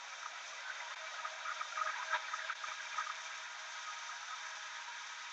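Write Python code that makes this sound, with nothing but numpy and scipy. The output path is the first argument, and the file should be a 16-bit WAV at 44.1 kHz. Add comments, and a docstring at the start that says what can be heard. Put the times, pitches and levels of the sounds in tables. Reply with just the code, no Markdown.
"""A kitchen counter: a jug blender runs flat out on a thin puree, faint and with almost no bass.
Bubbles collapsing behind the humming blade set the jug ringing, and the puree sloshes and fizzes.
The vortex gulps pockets of air that ring briefly; a few times a slug of puree splashes on the blade.
On top sit the hiss of fine spray, the motor's cooling air and two thin whines.
Later the puree turns smooth and the sound settles."""
import sys
import numpy as np
from scipy import signal
from scipy.fft import rfft, irfft
from scipy.io import wavfile

SR = 44100
rng = np.random.default_rng(int(sys.argv[2]) if len(sys.argv) > 2 else 0)


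def wrap_up_sound(samples):
    """Save the sound to the file named by the first command line argument, as 16-bit audio."""
    columns = np.atleast_2d(samples).T
    # keep every value between -1 and 1, then stretch to whole-number steps
    tamed = np.clip(columns, -1, 1)
    steps = np.round(tamed * 32767).astype(np.int16)
    wavfile.write(sys.argv[1], SR, steps)


N = 234700
TIME = np.arange(N) / SR

# EQ curves of the noise layers: f/Hz, relative level/dB
ROOM_EQ = [(20, -9), (250, -7), (600, 10), (4000, -22), (9000, -28), (15000, -28)]
AIR_EQ = [(1200, -44), (2500, -4), (3000, 1.5), (3450, 4.5), (3800, 5), (4050, 0), (4300, -3.5), (4700, -2),
          (5200, -2.5), (6000, -4.5), (7000, -5.5), (7650, -21), (7950, -25.5), (8450, -26.5), (9050, -36),
          (9700, -54)]
SPRAY_EQ = [(3500, -27), (4600, -8), (5400, 1), (6000, 6.5), (6200, 1), (6450, 3), (6700, -4), (7000, -7.5),
            (7300, -10), (7700, -13), (7950, -29.5), (8400, -26), (9300, -50.5), (10500, -64.5)]
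FIZZ_EQ = [(1800, -29), (2120, -6), (2220, 3.5), (2400, 2), (2470, -2.5), (2560, -0.5), (2750, -4.5),
           (3000, -18.5), (4000, -44.5)]
SLOSH_EQ = [(100, -32.5), (280, -19.5), (410, -19.5), (520, -8.5), (600, -12), (700, -7.5), (800, -9),
            (1000, -20), (1500, -49)]
SPLASH_EQ = [(250, -56), (420, -37), (620, -0.5), (780, -7.5), (950, 16), (1100, -1.5), (1250, 7.5),
             (1650, 9), (2000, -5.5), (2350, 9.5), (2800, -10), (3650, 5.5), (4300, -14), (6500, -43.5),
             (8000, -53), (10000, -73)]
THUD_EQ = [(25, -7.5), (110, -12), (300, -11.5), (600, -16)]
CHURN_EQ = [(300, -37.5), (600, -20.5), (780, -16), (880, -5.5), (1020, -0.5), (1130, -5), (1300, -1.5),
            (1600, 1), (1800, -1.5), (2000, -9.5), (2200, -9.5), (2700, -22.5), (4000, -52)]

# resonances: f/Hz, width/Hz, level within the layer/dB
HOUSING_MODES = [(3160, 70, -14), (3620, 90, -12), (3810, 70, -17), (4440, 80, -16), (6343, 65, -15)]  # whistles of the motor housing
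FIZZ_MODES = [(2340, 68, -7.5), (2545, 78, -12.5)]  # the finest bubbles
GURGLE_MODES = [(1240, 99, -11), (1422, 150, 0.5), (1613, 41, -2.5), (1866, 210, -2)]  # small bubbles around an air pocket
FUNNEL_MODES = [(1415, 36, -13), (1504, 27, -14.5), (1575, 30, -11.5), (1730, 54, -21), (2036, 45, -14)]  # air funnel of the vortex, before its rise and sway
JUG_LOW_MODES = [(460.5, 19, -22), (565.2, 16, -9.5), (638.4, 20, -8.5)]  # body of the filled jug
JUG_HOLLOW_MODES = [(706.7, 31, -2.5), (762.5, 16, -3.5)]  # its hollow midrange
JUG_WALL_MODES = [(830.2, 19, -18.5), (958.6, 32, -18.5), (1016, 39, -27), (1255, 35, -13),
                  (1590, 27, -27.5), (1913, 53, -13)]  # its walls, and two further rings near 960 and 1255 Hz

# early reflections off the counter and the wall: delay/s, level/dB
REFLECTIONS = [(.0052, -23.5), (.0089, -23), (0.0133, -21.5)]
# fader of the cooling air: t/s, level/dB
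AIR_FADER = [(0, -56), (0.45, -55), (0.8, -53.8), (1.3, -54), (1.9, -53), (2.25, -53), (2.5, -52.5),
             (2.8, -53.5), (3.2, -53), (3.5, -55), (3.65, -53.6), (4.4, -54), (4.85, -54), (5.32, -54)]
# faders of the motor's two whines: t/s, low whine/dB, high whine/dB
WHINE_FADERS = [(0, -73, -74), (0.45, -66.5, -73), (0.8, -61.5, -63), (1.3, -66, -80), (1.6, -64, -64),
                (2.4, -64, -62), (2.8, -53, -64), (3.5, -68, -67), (3.85, -58.5, -68), (4.13, -57, -70),
                (4.32, -71, -58.5), (4.48, -50, -67), (4.68, -59, -68), (4.8, -57, -75), (5.0, -61, -63),
                (5.32, -69, -71)]
# fader of the top hiss between sprays: t/s, level/dB
MIST_FADER = [(0, -59.5), (0.09, -58), (0.35, -61), (0.55, -57.5), (0.66, -64.5), (0.76, -59), (0.98, -63),
              (1.15, -60.5), (1.5, -61.5), (1.78, -58), (2.05, -61), (2.25, -63.5), (2.5, -64),
              (2.9, -58.5), (3.3, -59), (3.55, -60), (3.65, -58), (3.9, -57), (4.15, -58), (4.4, -58),
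              (4.75, -58), (4.86, -62), (5.05, -58), (5.32, -64)]
# faders of the sloshing, which dies down overall: t/s, slosh/dB, hollow ring/dB
SLOSH_FADERS = [(0, -62, -65), (0.8, -60.5, -66.5), (1.25, -64.5, -64), (1.85, -61.5, -64.5),
                (2.3, -64, -70), (2.9, -69, -72.5), (3.55, -76, -69.5), (4.15, -75, -65), (4.7, -67.5, -73),
                (5.32, -78, -78.5)]
# fader of the churning and the blade's tone together: t/s, level/dB
CHURN_FADER = [(0, -49.5), (0.25, -51), (0.45, -49), (1.25, -49), (1.5, -51), (1.95, -46), (2.13, -45),
               (2.22, -47.5), (3.5, -49), (4.5, -48.5), (5.32, -48)]
# the blade's tone against the churning: t/s, hum (second harmonic)/dB, other harmonics/dB
BLADE_FADERS = [(0, -24, 2.5), (0.7, -21.5, -5), (1.0, -12, -8), (1.1, -5, 1), (1.18, -10.5, 2),
                (1.3, -6, -6), (1.4, -13, 5.5), (1.6, -9.5, -6), (1.7, -24, -2), (1.87, -2.5, -10),
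                (1.94, -29, -7), (2.15, -7.5, 0), (2.28, -20, 3), (2.38, -5.5, -3.5), (2.55, -18.5, -3.5),
                (3.3, -18.5, 0), (3.5, -19.5, -3), (3.75, -19.5, 2.5), (3.92, -25, -6), (4.12, -24.5, 2.5),
                (4.27, -28.5, -3.5), (4.5, -20.5, -0.5), (4.8, -19, 0.5), (4.92, -28.5, -1),
                (5.32, -32, -0.5)]
# those other harmonics: multiple of the turning rate, level against their fader/dB
BLADE_HARMONICS = [(1, -41.5), (3, -12.5), (4, -11)]
# turning rate of the blade, sagging under load: t/s, f/Hz
BLADE_SPEED = [(0, 321), (0.28, 318), (0.4, 323), (0.65, 316), (0.8, 320), (0.92, 317.5), (1.07, 321),
               (1.28, 314.5), (1.42, 321), (1.58, 314.5), (1.7, 319), (1.86, 314), (2.02, 323), (2.17, 314),
               (2.32, 321.5), (2.6, 320), (2.78, 315), (2.9, 319), (3.02, 314.5), (3.28, 322), (3.55, 317),
               (3.8, 318), (3.96, 314), (4.35, 322.5), (4.85, 314), (5.0, 318), (5.32, 319.5)]

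# bright sprays against the jug wall: t/s, level/dB, half length/s
SPRAY_CUES = [(0.24, -62, 0.022), (0.477, -63.5, 0.046), (2.062, -56.5, 0.025), (2.13, -57, 0.022),
              (2.344, -54, 0.031), (2.692, -56.5, 0.05), (2.847, -60, 0.018), (2.99, -55, 0.021),
              (3.23, -57, 0.025), (5.24, -58.5, 0.022)]
# puree slapping onto the blade: t/s, splash/dB, thud/dB, half length/s
SURGE_CUES = [(1.593, -50, -74, 0.01), (1.89, -47, -71.5, 0.016), (2.153, -35, -66, 0.012),
              (2.688, -47, -73, 0.018), (2.972, -48, -75, 0.045)]
# larger air pockets swallowed by the vortex: t/s, level before band-limiting/dB, f/Hz, decay/s
GULP_CUES = [(0.231,-38.5,1360,0.0036), (0.261,-35,1234,0.0048), (0.585,-46.5,1990,0.014),
             (0.665,-45,1520,0.025), (0.701,-34.5,1516,0.0058), (0.805,-35.5,2010,0.003),
             (0.83,-48,960,0.032), (0.869,-42,957,0.014), (0.923,-40,1270,0.0055), (1.042,-43,1270,0.0079),
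             (1.075,-48.5,2317,0.027), (1.145,-43.5,1420,0.0079), (1.198,-39,1274,0.0065),
             (1.24,-46,960,0.027), (1.254,-31.5,1247,0.0061), (1.272,-44,1270,0.007),
             (1.408,-44,1360,0.005), (1.458,-38.5,1260,0.0081), (1.477,-35,1380,0.0022),
             (1.484,-32,1380,0.0022), (1.493,-31,1320,0.0022), (1.505,-43,1400,0.0054),
             (1.52,-35,1236,0.0053), (1.605,-43,2340,0.0071), (1.614,-30.5,1263,0.0058),
             (1.726,-39,1395,0.009), (1.76,-40,1630,0.005), (1.777,-32,1250,0.0058),
             (1.793,-36.5,1246,0.011), (1.818,-29,1272,0.0092), (1.862,-32,1243,0.0059),
             (1.874,-36,1250,0.0031), (1.876,-31,1635,0.006), (1.894,-33.5,1256,0.0098),
             (1.903,-44.5,2290,0.01), (1.943,-35.5,1650,0.0046), (1.965,-44.5,960,0.019),
             (2.0,-42.5,983,0.014), (2.029,-36.5,1230,0.003), (2.085,-44,1640,0.0069),
             (2.113,-35,1560,0.01), (2.133,-33,1300,0.012), (2.141,-28,1627,0.012), (2.245,-44,2340,0.0069),
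             (2.284,-35,1490,0.0034), (2.34,-30,1257,0.0061), (2.394,-31.5,1850,0.0015),
             (2.421,-44.5,1660,0.011), (2.448,-37,1636,0.0063), (2.499,-28.5,1540,0.003),
             (2.505,-32.5,1280,0.0061), (2.525,-42,1520,0.0058), (2.642,-35.5,1244,0.0076),
             (2.652,-48,1290,0.0039), (2.688,-44,2380,0.0076), (2.72,-37.5,1240,0.0052),
             (2.806,-35.5,1620,0.0029), (2.867,-42,2350,0.0053), (2.938,-44.5,2420,0.012),
             (2.946,-42.5,1250,0.0058), (2.987,-30.5,1262,0.012), (2.99,-42.5,963,0.024),
             (3.009,-36,1242,0.013), (3.02,-35,1610,0.0038), (3.041,-38,1560,0.0014),
             (3.07,-38.5,1230,0.0081), (3.101,-32,1250,0.0054), (3.11,-42,1650,0.0042),
             (3.782,-46,1256,0.018), (3.892,-41,1250,0.027), (3.975,-48.5,1270,0.016),
             (4.096,-39,1263,0.01), (4.113,-50,1250,0.01), (4.23,-47.5,1296,0.014), (4.29,-47,1460,0.012),
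             (4.31,-45,1265,0.016), (4.336,-38,1280,0.011), (4.89,-46,956,0.028)]
# the blender's level dips briefly: t/s, half length/s, depth/dB
DIP_CUES = [(0.953, 0.0063, -16), (2.544, 0.0084, -10)]

SMOOTHING_S, UNREST_LEFT = [3.0, 3.5], .5  # the puree turns smooth; share of the unsteadiness that stays
SLOSH_REF_DB, AIR_REF_DB = -57.5, -54  # fader settings that count as zero for the layers following them


def from_db(db):
    """Decibels to gain."""
    return 10 ** (np.asarray(db) / 20)


def rms_one(x):
    """Scale to unit power."""
    return x / np.sqrt(np.mean(x ** 2) + 1e-20)


def automation(rows):
    """Each column of a breakpoint table as a curve at every sample."""
    times, *columns = np.transpose(rows)
    return [np.interp(TIME, times, column) for column in columns]


def drift(rate_hz):
    """Smooth random modulation up to about this rate; unit power."""
    hz = np.arange(N // 2 + 1) * SR / N
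    return rms_one(irfft(rfft(rng.standard_normal(N)) / (1 + (hz / rate_hz) ** 2), N))


def equalised(x, curve):
    """Shape a signal with an EQ curve, rolling off steeply above its last point; unit power."""
    hz, db = np.transpose(curve)
    bins = np.maximum(np.arange(N // 2 + 1) * SR / N, 1)
    gain = from_db(np.interp(np.log(bins), np.log(hz), db)) / (1 + (bins / hz[-1] / 2) ** 8)
    return rms_one(irfft(rfft(x) * gain, N))


def noise(curve):
    """Noise coloured by an EQ curve; unit power."""
    return equalised(rng.standard_normal(N), curve)


def resonances(x, modes):
    """Parallel resonators, each applied twice so that the valleys stay dark."""
    out = 0
    for hz, width_hz, db in modes:
        r = np.exp(-2 * np.pi * width_hz / SR * np.sqrt(.5))
        section = [1 - r, 0, r - 1, 1, -2 * r * np.cos(2 * np.pi * hz / SR), r * r]
        out = out + from_db(db) * rms_one(signal.sosfilt([section, section], x))
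    return out


def collapses(per_s, spread_db):
    """A dense crackle of tiny bubble collapses of uneven size."""
    born = rng.random(N) < per_s / SR
    return born * rng.standard_normal(N) * from_db(spread_db * rng.standard_normal(N))


def room_tone(level_db=-78):
    """A faint, steady bed of noise under everything."""
    return from_db(level_db) * noise(ROOM_EQ)


def with_reflections(x):
    """The counter and the wall throw back faint, early copies that ripple the hiss."""
    return x + sum(from_db(db) * np.roll(x, round(delay * SR)) for delay, db in REFLECTIONS)


def cooling_air(trim_db=-0.92, flicker_db=0.84):
    """The motor fan blows an even hiss with faint whistles through the housing."""
    hiss = from_db(trim_db + flicker_db * drift(24)) * noise(AIR_EQ)
    return hiss + resonances(rng.standard_normal(N), HOUSING_MODES)


def whine(hz, wander, throb_db):
    """A thin motor tone that flutters in pitch and strength."""
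    pitch = hz * (1 + wander * drift(30))
    throb = from_db(throb_db * np.clip(drift(31), -2, 1))
    return rms_one(np.sin(2 * np.pi * np.cumsum(pitch) / SR) * throb)


def motor(air_db):
    """The motor's cooling air, with two whines that swell and fade."""
    low_db, high_db = automation(WHINE_FADERS)
    low = from_db(low_db) * whine(hz=1647, wander=.0024, throb_db=7.5)
    high = from_db(high_db) * whine(hz=3608, wander=.0034, throb_db=3.0)
    return from_db(air_db) * with_reflections(cooling_air()) + low + high


def sprays(flutter_db=1.7):
    """Fine drops thrown at the jug wall make a fluttering top hiss that swells with each spray."""
    mist_db, = automation(MIST_FADER)
    power = from_db(mist_db) ** 2
    for at, db, length in SPRAY_CUES:
        power += from_db(db) ** 2 * np.exp(-((TIME - at) / length) ** 2)
    return np.sqrt(power) * from_db(flutter_db * drift(45)) * noise(SPRAY_EQ)


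def fizzing(agitation_db, air_db, unrest, base_db=-55, lumpy_db=2.0):
    """The finest bubbles burst in flurries; their level rides the air fader and, a little, the slosh."""
    level_db = base_db + 0.1 * agitation_db + 1.1 * (air_db - AIR_REF_DB)
    bursts = equalised(collapses(per_s=8900, spread_db=-0.5), FIZZ_EQ)
    ring = resonances(rng.standard_normal(N), FIZZ_MODES)
    flurries = from_db(lumpy_db * unrest * drift(21))
    return from_db(level_db) * rms_one((bursts + ring) * flurries)


def sloshing(slosh_db, hollow_db, wash_db=-14.0):
    """The circling puree excites the jug's low resonances; the hollow pair has its own fader."""
    wash = from_db(wash_db) * noise(SLOSH_EQ)
    body = wash + resonances(collapses(per_s=2100, spread_db=3.0), JUG_LOW_MODES)
    hollow = resonances(collapses(per_s=2500, spread_db=4.0), JUG_HOLLOW_MODES)
    return from_db(slosh_db) * body + from_db(hollow_db) * hollow


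def surges():
    """A slug of puree hits the blade: a short, broad splash with a faint thud through the counter."""
    splash, thud = np.zeros((2, N))
    for at, splash_db, thud_db, length in SURGE_CUES:
        swell = np.exp(-.5 * ((TIME - at) / length) ** 2)
        splash += from_db(splash_db) * swell
        thud += from_db(thud_db) * swell
    return splash * noise(SPLASH_EQ) + thud * noise(THUD_EQ)


def small_gulp_cues(agitation_db, tries=100, level_db=-45.5, hz=1322, spread_oct=0.36, decay_s=0.0094):
    """Small air pockets form at random, more often the harder the puree sloshes."""
    cues = []
    for when, chance, size, pitch in zip(*rng.random((2, tries)), *rng.standard_normal((2, tries))):
        per_s = 8 * from_db(2.2 * agitation_db[int(when * N)])
        if chance < per_s * TIME[-1] / tries:
            cues.append((when * TIME[-1], level_db + size, hz * 2 ** (spread_oct * pitch), decay_s))
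    return cues


def gulps(agitation_db, turns_hz, unrest, chop=0.13, gurgle_db=-18, gurgle_s=0.021, lag_s=0.0084):
    """Each air pocket swells into a blip, chopped by the blade, and collapses in a gurgle of bubbles."""
    blips, gurgle_power = np.zeros((2, N))
    wobble = 0.28 * drift(330) + 2 * np.pi * rng.random()
    rasp_db = 2.0 * np.clip(drift(200), -2, 1.5)
    for at, db, hz, decay in list(GULP_CUES) + small_gulp_cues(agitation_db):
        near = np.abs(TIME - at) < .06
        t = TIME[near] - at
        width = decay * np.where(t < 0, .8, 1)  # the attack is a little quicker than the decay
        rasp = from_db(rasp_db[near] * min(decay / 0.011, 1))  # longer pockets are raspier
        envelope = np.exp(-(t / width) ** 2) * rasp
        blips[near] += from_db(db) * envelope * np.sin(2 * np.pi * hz * t + wobble[near])
        gurgle_power[near] += from_db(db) ** 2 * np.exp(-((t - lag_s) / gurgle_s) ** 2)
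    blips *= 1 + chop * np.sin(2 * np.pi * np.cumsum(turns_hz) / SR + drift(40))
    bubbles = rms_one(resonances(collapses(per_s=2200, spread_db=-2.5), GURGLE_MODES))
    gurgle = from_db(gurgle_db) * unrest * np.sqrt(gurgle_power) * bubbles
    # the pockets' sound is kept to a band from 750 Hz to 2.7 kHz
    band = signal.butter(4, [750, 2700], "band", fs=SR, output="sos")
    return signal.sosfilt(band, blips + gurgle)


def funnel(rise=.009, sway=.006):
    """Collapses ring the vortex's air funnel; its pitch sways, and creeps up as the puree thins."""
    ring = resonances(collapses(per_s=10000, spread_db=0.0), FUNNEL_MODES)
    varispeed = 1 + rise * TIME / TIME[-1] + sway * drift(2.95)
    return np.interp(np.cumsum(varispeed) % N, np.arange(N), ring)


def blade(turns_hz, unrest, wander=0.001435, flutter=0.0118, throb_db=6.0):
    """The blade's harmonics waver in pitch and strength as its load changes."""
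    hum_db, harmonics_db = automation(BLADE_FADERS)
    partials = [(multiple, db + harmonics_db) for multiple, db in BLADE_HARMONICS] + [(2, hum_db)]
    speed = turns_hz * (1 + wander * drift(3.67) + unrest * flutter * drift(37.6))
    angle = 2 * np.pi * np.cumsum(speed) / SR
    out = 0
    for multiple, db in partials:
        tone = np.sin(multiple * (angle + 0.14 * drift(2.9)))
        throb = from_db(throb_db * np.clip(drift(21), -2, 1))
        out = out + from_db(db) * rms_one(tone * throb)
    return out


def churning(unrest, wash_db=-4.0, lumpy_db=1.46):
    """Bubbles collapse behind the blade and set the jug walls and the air funnel ringing."""
    wash = from_db(wash_db) * equalised(collapses(per_s=16000, spread_db=1.5), CHURN_EQ)
    walls = resonances(collapses(per_s=9700, spread_db=-0.5), JUG_WALL_MODES)
    return (wash + walls + funnel()) * from_db(lumpy_db * unrest * drift(9.2))


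def scene():
    """The mono mix: all blender layers, dipping briefly twice, over the room tone."""
    slosh_db, hollow_db = automation(SLOSH_FADERS)
    churn_db, = automation(CHURN_FADER)
    air_db, = automation(AIR_FADER)
    turns_hz, = automation(BLADE_SPEED)
    unrest = np.interp(TIME, SMOOTHING_S, [1, UNREST_LEFT])
    agitation_db = slosh_db - SLOSH_REF_DB
    blender = from_db(churn_db) * (churning(unrest) + blade(turns_hz, unrest))
    blender += sloshing(slosh_db, hollow_db) + fizzing(agitation_db, air_db, unrest)
    blender += gulps(agitation_db, turns_hz, unrest) + surges()
    blender += with_reflections(sprays()) + motor(air_db)
    dip_db = sum(db * np.exp(-(np.abs(TIME - at) / length) ** 3) for at, length, db in DIP_CUES)
    return (blender * from_db(dip_db) + room_tone())[None]


def record(dry, cutoff_hz=15400):
    """A steep high cut on the whole mix."""
    return signal.sosfilt(signal.ellip(10, .1, 70, cutoff_hz, fs=SR, output="sos"), dry)


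dry = scene()
out = record(dry)
wrap_up_sound(out)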